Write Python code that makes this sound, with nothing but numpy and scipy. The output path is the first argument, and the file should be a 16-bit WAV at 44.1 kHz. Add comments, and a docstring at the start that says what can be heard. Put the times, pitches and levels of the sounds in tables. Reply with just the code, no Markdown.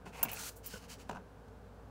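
"""Fingers brush a cloth-covered display stand, close to the microphone, then stone beads click together
as a hand lifts the pendant of a beaded chain necklace. The pendant scrapes briefly, the fine chain slides
over the weave, the pendant taps onto the fingers and the hand glides open. The beads drop back with a soft
patter that rings in the hollow stand. Behind it all, ventilation hums in a quiet, furnished room."""
import sys
import numpy as np
from scipy import signal
from scipy.fft import rfft, irfft, next_fast_len
from scipy.io import wavfile
from scipy.ndimage import map_coordinates

SR = 44100
rng = np.random.default_rng(int(sys.argv[2]) if len(sys.argv) > 2 else 0)


def output_pcm(signal):
    """Save a mono or channel-first signal as 16-bit PCM at the path in sys.argv[1].

    Samples are clipped to [-1, 1] before scaling.
    """
    pcm = np.clip(np.atleast_2d(signal).T, -1, 1) * 32767
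    wavfile.write(sys.argv[1], SR, np.round(pcm).astype(np.int16))


N = 83790
BLOW_S = .005  # the level of a blow is its energy spread over this time

# bead against bead, close to the microphone: start_s, level_db
BEAD_CLICKS = [(0.2296, -19), (0.2312, -28), (.2316, -20.5), (0.2342, -23), (0.234, -44), (0.316, -33.5),
               (0.3321, -33.5), (.3383, -38.5), (0.3433, -48), (0.348, -49), (.6448, -51), (0.6614, -35.5),
               (0.6673, -36.5), (0.6727, -37), (0.677, -46)]
# ring of the beads and their links: pitch_hz, relative_db
BEAD_RING = [(6020, -13), (7420, -10), (9360, -14.5), (10830, -7), (11240, -7.5), (11600, -1.5),
             (12130, -8), (13000, 1), (13660, -8), (14390, -3), (14890, 5), (15200, -3), (15560, -2.5)]
# contact crack of a bead: frequency_hz, relative_db
CRACK_SPECTRUM = [(500, -33), (2500, -20), (4500, -23.5), (7500, -13.5), (9500, -8.5), (11200, -5),
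                  (13500, -13), (15200, 2.5), (16200, 5.5)]
def beads():
    """Stone beads chatter: a hard crack, a brief high ring and a scatter from links and nearby surfaces."""
    out, t60_s = np.zeros(N), .036
    crack = blow(colour(signal.unit_impulse(SR // 3), CRACK_SPECTRUM))
    modes = [(hz, db, t60_s) for hz, db in BEAD_RING]
    for start, db in BEAD_CLICKS:
        ringing = ring(modes, detune=.0011)
        scatter = amp(3.5) * burst(t60_s, CRACK_SPECTRUM)
        tail = amp(.5) * blow(ringing + scatter)
        add(out, start, amp(db) * blow(crack + tail))
    return out


# beads and knuckles knocking the stand: start_s, level_db, tick_relative_db, hardness_db_per_octave
STAND_KNOCKS = [(0.058, -48, -16, -6.5), (0.0657, -44.5, -24, -3), (.2322, -33, -6, 4.5),
                (.2365, -48.5, -29, -1), (.2500, -40.5, -6.5, -2.5), (.2530, -41, -11, -1.5),
                (.2700, -44, -31, -1.5), (1.0928, -49, -2.5, -5), (1.0957, -34.5, -14.5, 0.5),
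                (1.1100, -41.5, -15, -1), (1.113, -46, -6.5, -2), (1.1295, -43.5, -17, -2.5),
                (1.149, -49.5, -11.5, 7.5), (1.1588, -43, -20, -1), (1.1700, -46.5, -14.5, 5),
                (1.1792, -53.5, -28, 2)]
# ring of the hollow stand: pitch_hz, relative_db, t60_s
STAND_RING = [(157.1, -14, 0.19), (275, -23.5, .06), (400, -8, .08), (510, -13.5, 0.032),
              (729, -1.5, 0.056), (800, -5, .035), (940, 3, 0.037), (1020, -1.5, 0.033),
              (1213, -6.5, 0.023), (1483, 1.5, 0.022)]
# the thud, the contact tick and the cloth's softening of the blow: frequency_hz, relative_db
THUD_SPECTRUM = [(80, -15.5), (170, -1), (400, -2.5), (900, -2.5), (1500, -7), (1950, -21), (5000, -46)]
TICK_SPECTRUM = [(600, -22), (1400, -1.5), (2000, -5), (2700, 3), (3600, -7), (4200, -8.5), (5200, -12),
                 (6200, -6.5), (8000, -13.5), (11000, -20.5), (16000, -26.5)]
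CLOTH_FILTER = [(60, -9.5), (150, 1), (1550, -3), (2000, -8.5), (5000, -30.5)]
def stand_knocks():
    """Cushioned knocks: a small tick at contact, with the thud and ring of the hollow stand."""
    out = np.zeros(N)
    for start, db, tick_db, hardness in STAND_KNOCKS:
        body = ring(STAND_RING, detune=.012) + amp(-3) * burst(.044, THUD_SPECTRUM)
        cushioned = blow(colour(body, CLOTH_FILTER, tilt_db=hardness))
        tick = amp(tick_db) * burst(.027, TICK_SPECTRUM)
        add(out, start, amp(db) * (cushioned + tick))
    return out


# the carved pendant catching on the weave, and tapping onto the fingers: start_s, level_db
PENDANT_CATCHES = [(.2290, -44.5), (0.2492, -55), (0.2594, -49), (0.2848, -46), (.2960, -50.5),
                   (.3000, -48), (.3290, -49), (0.3716, -48.5)]
PENDANT_TAPS = [(.7375, -45.5), (.7405, -45.5), (.7520, -60), (.7580, -48), (.7610, -50)]
# ring of a catch and of a tap: pitch_hz, relative_db, t60_s
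CATCH_RING = [(2410, -1, 0.027), (2670, 0, 0.018), (2877, -3, .022)]
TAP_RING = [(160, -4.5, 0.047), (490, 1, 0.025), (990, -14, 0.057), (1486, 0.5, 0.036), (3000, -15, 0.025)]
def pendant():
    """The pendant catches as it is dragged off the cloth, then settles on the fingers with dull taps."""
    out = np.zeros(N)
    for start, db in PENDANT_CATCHES:
        ringing = ring(CATCH_RING, detune=.036)
        tick = amp(-8) * burst(.027, TICK_SPECTRUM)
        add(out, start, amp(db) * (ringing + tick))
    for start, db in PENDANT_TAPS:
        add(out, start, amp(db) * ring(TAP_RING, detune=.016))
    return out


# chain on cloth: start_s, attack_s, hold_s, release_s, level_db, tilt_db_per_octave
CHAIN_STROKES = [(.052, 0.0068, 0.027, 0.019, -58, -4.5), (.12, 0.063, 0.013, 0.022, -57.5, 0.5),
                 (.280, 0.015, 0.0038, .012, -49.5, 0), (.305, .065, .035, .03, -47.5, -1),
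                 (.37, .085, 0.04, 0.0027, -44.5, .5), (.485, 0.014, 0.0054, 0.028, -58.5, 6),
                 (.556, 0.012, 0.0036, 0.015, -54, 8.5), (1.477, .004, .005, .005, -64, -5)]
# hiss of the links at close range: frequency_hz, relative_db
CHAIN_SPECTRUM = [(200, -11.5), (600, -2), (1100, -4.5), (1450, 3.5), (1950, -5), (2900, -4.5), (3500, -5),
                  (4350, 0.5), (5000, -4), (6300, 0), (7500, -0.5), (9000, -2.5), (11500, -6.5),
                  (16000, -7.5)]
def chain_slide():
    """Fine links slip over the weave, so many that their ticks merge into a hiss."""
    return friction(CHAIN_STROKES, CHAIN_SPECTRUM,
                    slips_per_s=9000, spread_db=-.5, rough_db=.73, rough_per_s=160)


# finger rubs and, at 0.28 s, a brighter pendant scrape:
# start_s, attack_s, hold_s, release_s, level_db, tilt_db_per_octave
RUB_STROKES = [(.054, 0.0074, 0.016, 0.01, -52.5, 0), (.120, 0.019, 0.083, 0.014, -54.5, 4),
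               (.172, 0.019, .025, 0.02, -52, -1.5), (.245, 0.005, 0.027, 0.01, -51, -1),
               (.280, 0.011, 0.042, 0.013, -48.5, 3.5), (.725, .015, 0.013, 0.029, -61, 0.5),
               (1.095, 0.018, 0.065, 0.022, -53, -5.5)]
# rustle of the cloth cover: frequency_hz, relative_db
RUB_SPECTRUM = [(80, -3), (180, 7.5), (340, -9.5), (500, 5), (900, 7), (1400, -3.5), (1900, -5), (2650, 0),
                (3700, -18), (8000, -27), (16000, -47)]
def stand_rustle():
    """Fingers rub and the pendant briefly scrapes on the cloth-covered stand, a grainy rustle."""
    return friction(RUB_STROKES, RUB_SPECTRUM,
                    slips_per_s=2800, spread_db=2, rough_db=1.2, rough_per_s=110)


# the hand opening: start_s, attack_s, hold_s, release_s, level_db, tilt_db_per_octave
GLIDE_STROKES = [(.628, 0.023, 0.057, 0.027, -54.5, 0.5), (.705, 0.026, 0.032, 0.03, -53, -1),
                 (.80, 0.039, 0.012, 0.014, -60.5, -2.5), (.878, 0.029, 0.025, 0.018, -50.5, -1),
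                 (.98, 0.024, 0.0088, 0.023, -59, -1.5), (1.07, 0.023, 0.079, .012, -68, -3.5)]
# skin on skin: frequency_hz, relative_db
GLIDE_SPECTRUM = [(200, -11), (700, -9.5), (1500, 0), (2000, -2), (2650, 0.5), (3000, 4), (3450, -6),
                  (4300, 0.5), (7400, -1), (8200, -4), (10000, -4.5), (11500, -9.5), (16000, -7.5)]
def hand_glide():
    """Fingers slide over each other with a light whisper as the hand opens."""
    return friction(GLIDE_STROKES, GLIDE_SPECTRUM,
                    slips_per_s=14000, spread_db=2.5, rough_db=.9, rough_per_s=140)


def room(close):
    """The close sound, followed by the faint, short tail of a furnished room."""
    tail = burst(t60_s=.28, spectrum=[(100, -1.5), (1500, -11), (6000, -10.5), (16000, -31)])
    tail /= np.sqrt(BLOW_S * SR)  # unit energy
    return close + amp(-16) * signal.fftconvolve(close, tail)[:N]


# ventilation hum in the background: pitch_hz, level_db
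HUM_TONES = [(55.8, -60), (100, -67), (452, -72.5)]
# air in the room around the microphone: frequency_hz, relative_db
AIR_SPECTRUM = [(22, -60.5), (40, -21.5), (55, -5.5), (70, -3.5), (90, 1), (125, -4), (170, -4.5),
                (270, -4.5), (330, -17), (460, -3.5), (560, -11), (690, -11.5), (1100, -16), (1300, -19.5),
                (1550, -18), (1900, -28), (4000, -35), (8000, -40.5), (16000, -46)]
def ventilation():
    """A steady, low rush of air with a hum that wavers in level and phase."""
    t, hum = np.arange(N) / SR, 0
    for hz, db in HUM_TONES:
        peak = np.sqrt(2) * amp(db + 1.2 * wander(per_s=6))
        drift_rad = .4 * wander(per_s=6)
        hum += peak * np.sin(2 * np.pi * hz * t + drift_rad)
    air = amp(-55.5) * unit(colour(rng.standard_normal(N), AIR_SPECTRUM))
    return hum + air


def friction(strokes, spectrum, slips_per_s, spread_db, rough_db, rough_per_s):
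    """Dense tiny slips under an uneven grip; each stroke swells, holds and dies away exponentially."""
    t, out = np.arange(N) / SR, 0
    slips = (rng.random(N) < slips_per_s / SR) * np.sign(rng.standard_normal(N))
    slips *= amp(spread_db * np.minimum(rng.exponential(size=N), 4))  # each slip has its own size
    slips *= amp(rough_db * wander(rough_per_s))  # the grip tightens and eases
    for start, attack, hold, release, db, tilt_db in strokes:
        swell = np.clip((t - start) / attack, 0, 1)
        let_go = np.exp(-np.maximum(t - start - attack - hold, 0) / release)
        out += amp(db) * swell * let_go * unit(colour(slips, spectrum, tilt_db))
    return out


def ring(modes, detune):
    """Struck modes; each blow lands on another spot and so weights them differently."""
    t, out = np.arange(SR // 3) / SR, 0
    for (hz, db, t60_s), (level_draw, pitch_draw) in zip(modes, rng.standard_normal((len(modes), 2))):
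        gain = np.sign(rng.standard_normal()) * amp(db + 1.5 * level_draw)
        pitch_hz = hz * (1 + detune * pitch_draw)
        out += gain * fade(t60_s) * np.sin(2 * np.pi * pitch_hz * t)
    return blow(out)


def burst(t60_s, spectrum):
    """A dying puff of coloured noise."""
    return blow(colour(fade(t60_s) * rng.standard_normal(SR // 3), spectrum))


def colour(x, spectrum, tilt_db=0):
    """Causal filter through (frequency_hz, level_db) points, tilted per octave about 1024 Hz."""
    size = 2 * next_fast_len(len(x))
    octave = np.log2(np.maximum(np.arange(size // 2 + 1) * SR / size, 1))
    hz, db = np.array(spectrum).T
    tilt = tilt_db * (np.clip(octave, np.log2(hz[1]), np.log2(hz[-1])) - 10)
    curve_db = np.interp(octave, np.log2(hz), db) + tilt
    cepstrum = irfft(np.log(amp(curve_db)))
    cepstrum[1:size // 2] *= 2  # fold to minimum phase, so nothing sounds before the contact
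    cepstrum[size // 2 + 1:] = 0
    return irfft(rfft(x, size) * np.exp(rfft(cepstrum)))[:len(x)]


def fade(t60_s):
    """A third of a second of exponential decay, falling 60 dB in t60_s."""
    return np.exp(-np.log(1000) * np.arange(SR // 3) / SR / t60_s)


def wander(per_s):
    """A smooth random curve with a spread near 1."""
    return map_coordinates(rng.standard_normal(1000), [np.arange(N) / SR * per_s], mode="mirror")


def amp(db):
    """Decibels to gain."""
    return 10 ** (np.asarray(db) / 20)


def unit(x):
    """Scale to rms 1."""
    return x / np.sqrt(np.mean(x ** 2))


def blow(x):
    """Scale a short sound to the energy of a 0 dB blow."""
    return x * np.sqrt(BLOW_S * SR / np.sum(x ** 2))


def add(out, start_s, sound):
    """Mix a sound in at a time."""
    i = int(start_s * SR)
    out[i:i + len(sound)] += sound[:N - i]


def scene():
    """One microphone: necklace and hand close up, the room and its ventilation behind."""
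    close = chain_slide() + hand_glide() + stand_rustle() + beads() + stand_knocks() + pendant()
    return (room(close) + ventilation())[None]


def record(dry):
    """The recorder cuts the treble steeply above 15.7 kHz."""
    return signal.sosfilt(signal.ellip(10, .2, 80, 15700, fs=SR, output="sos"), dry)


dry = scene()
out = record(dry)
output_pcm(out)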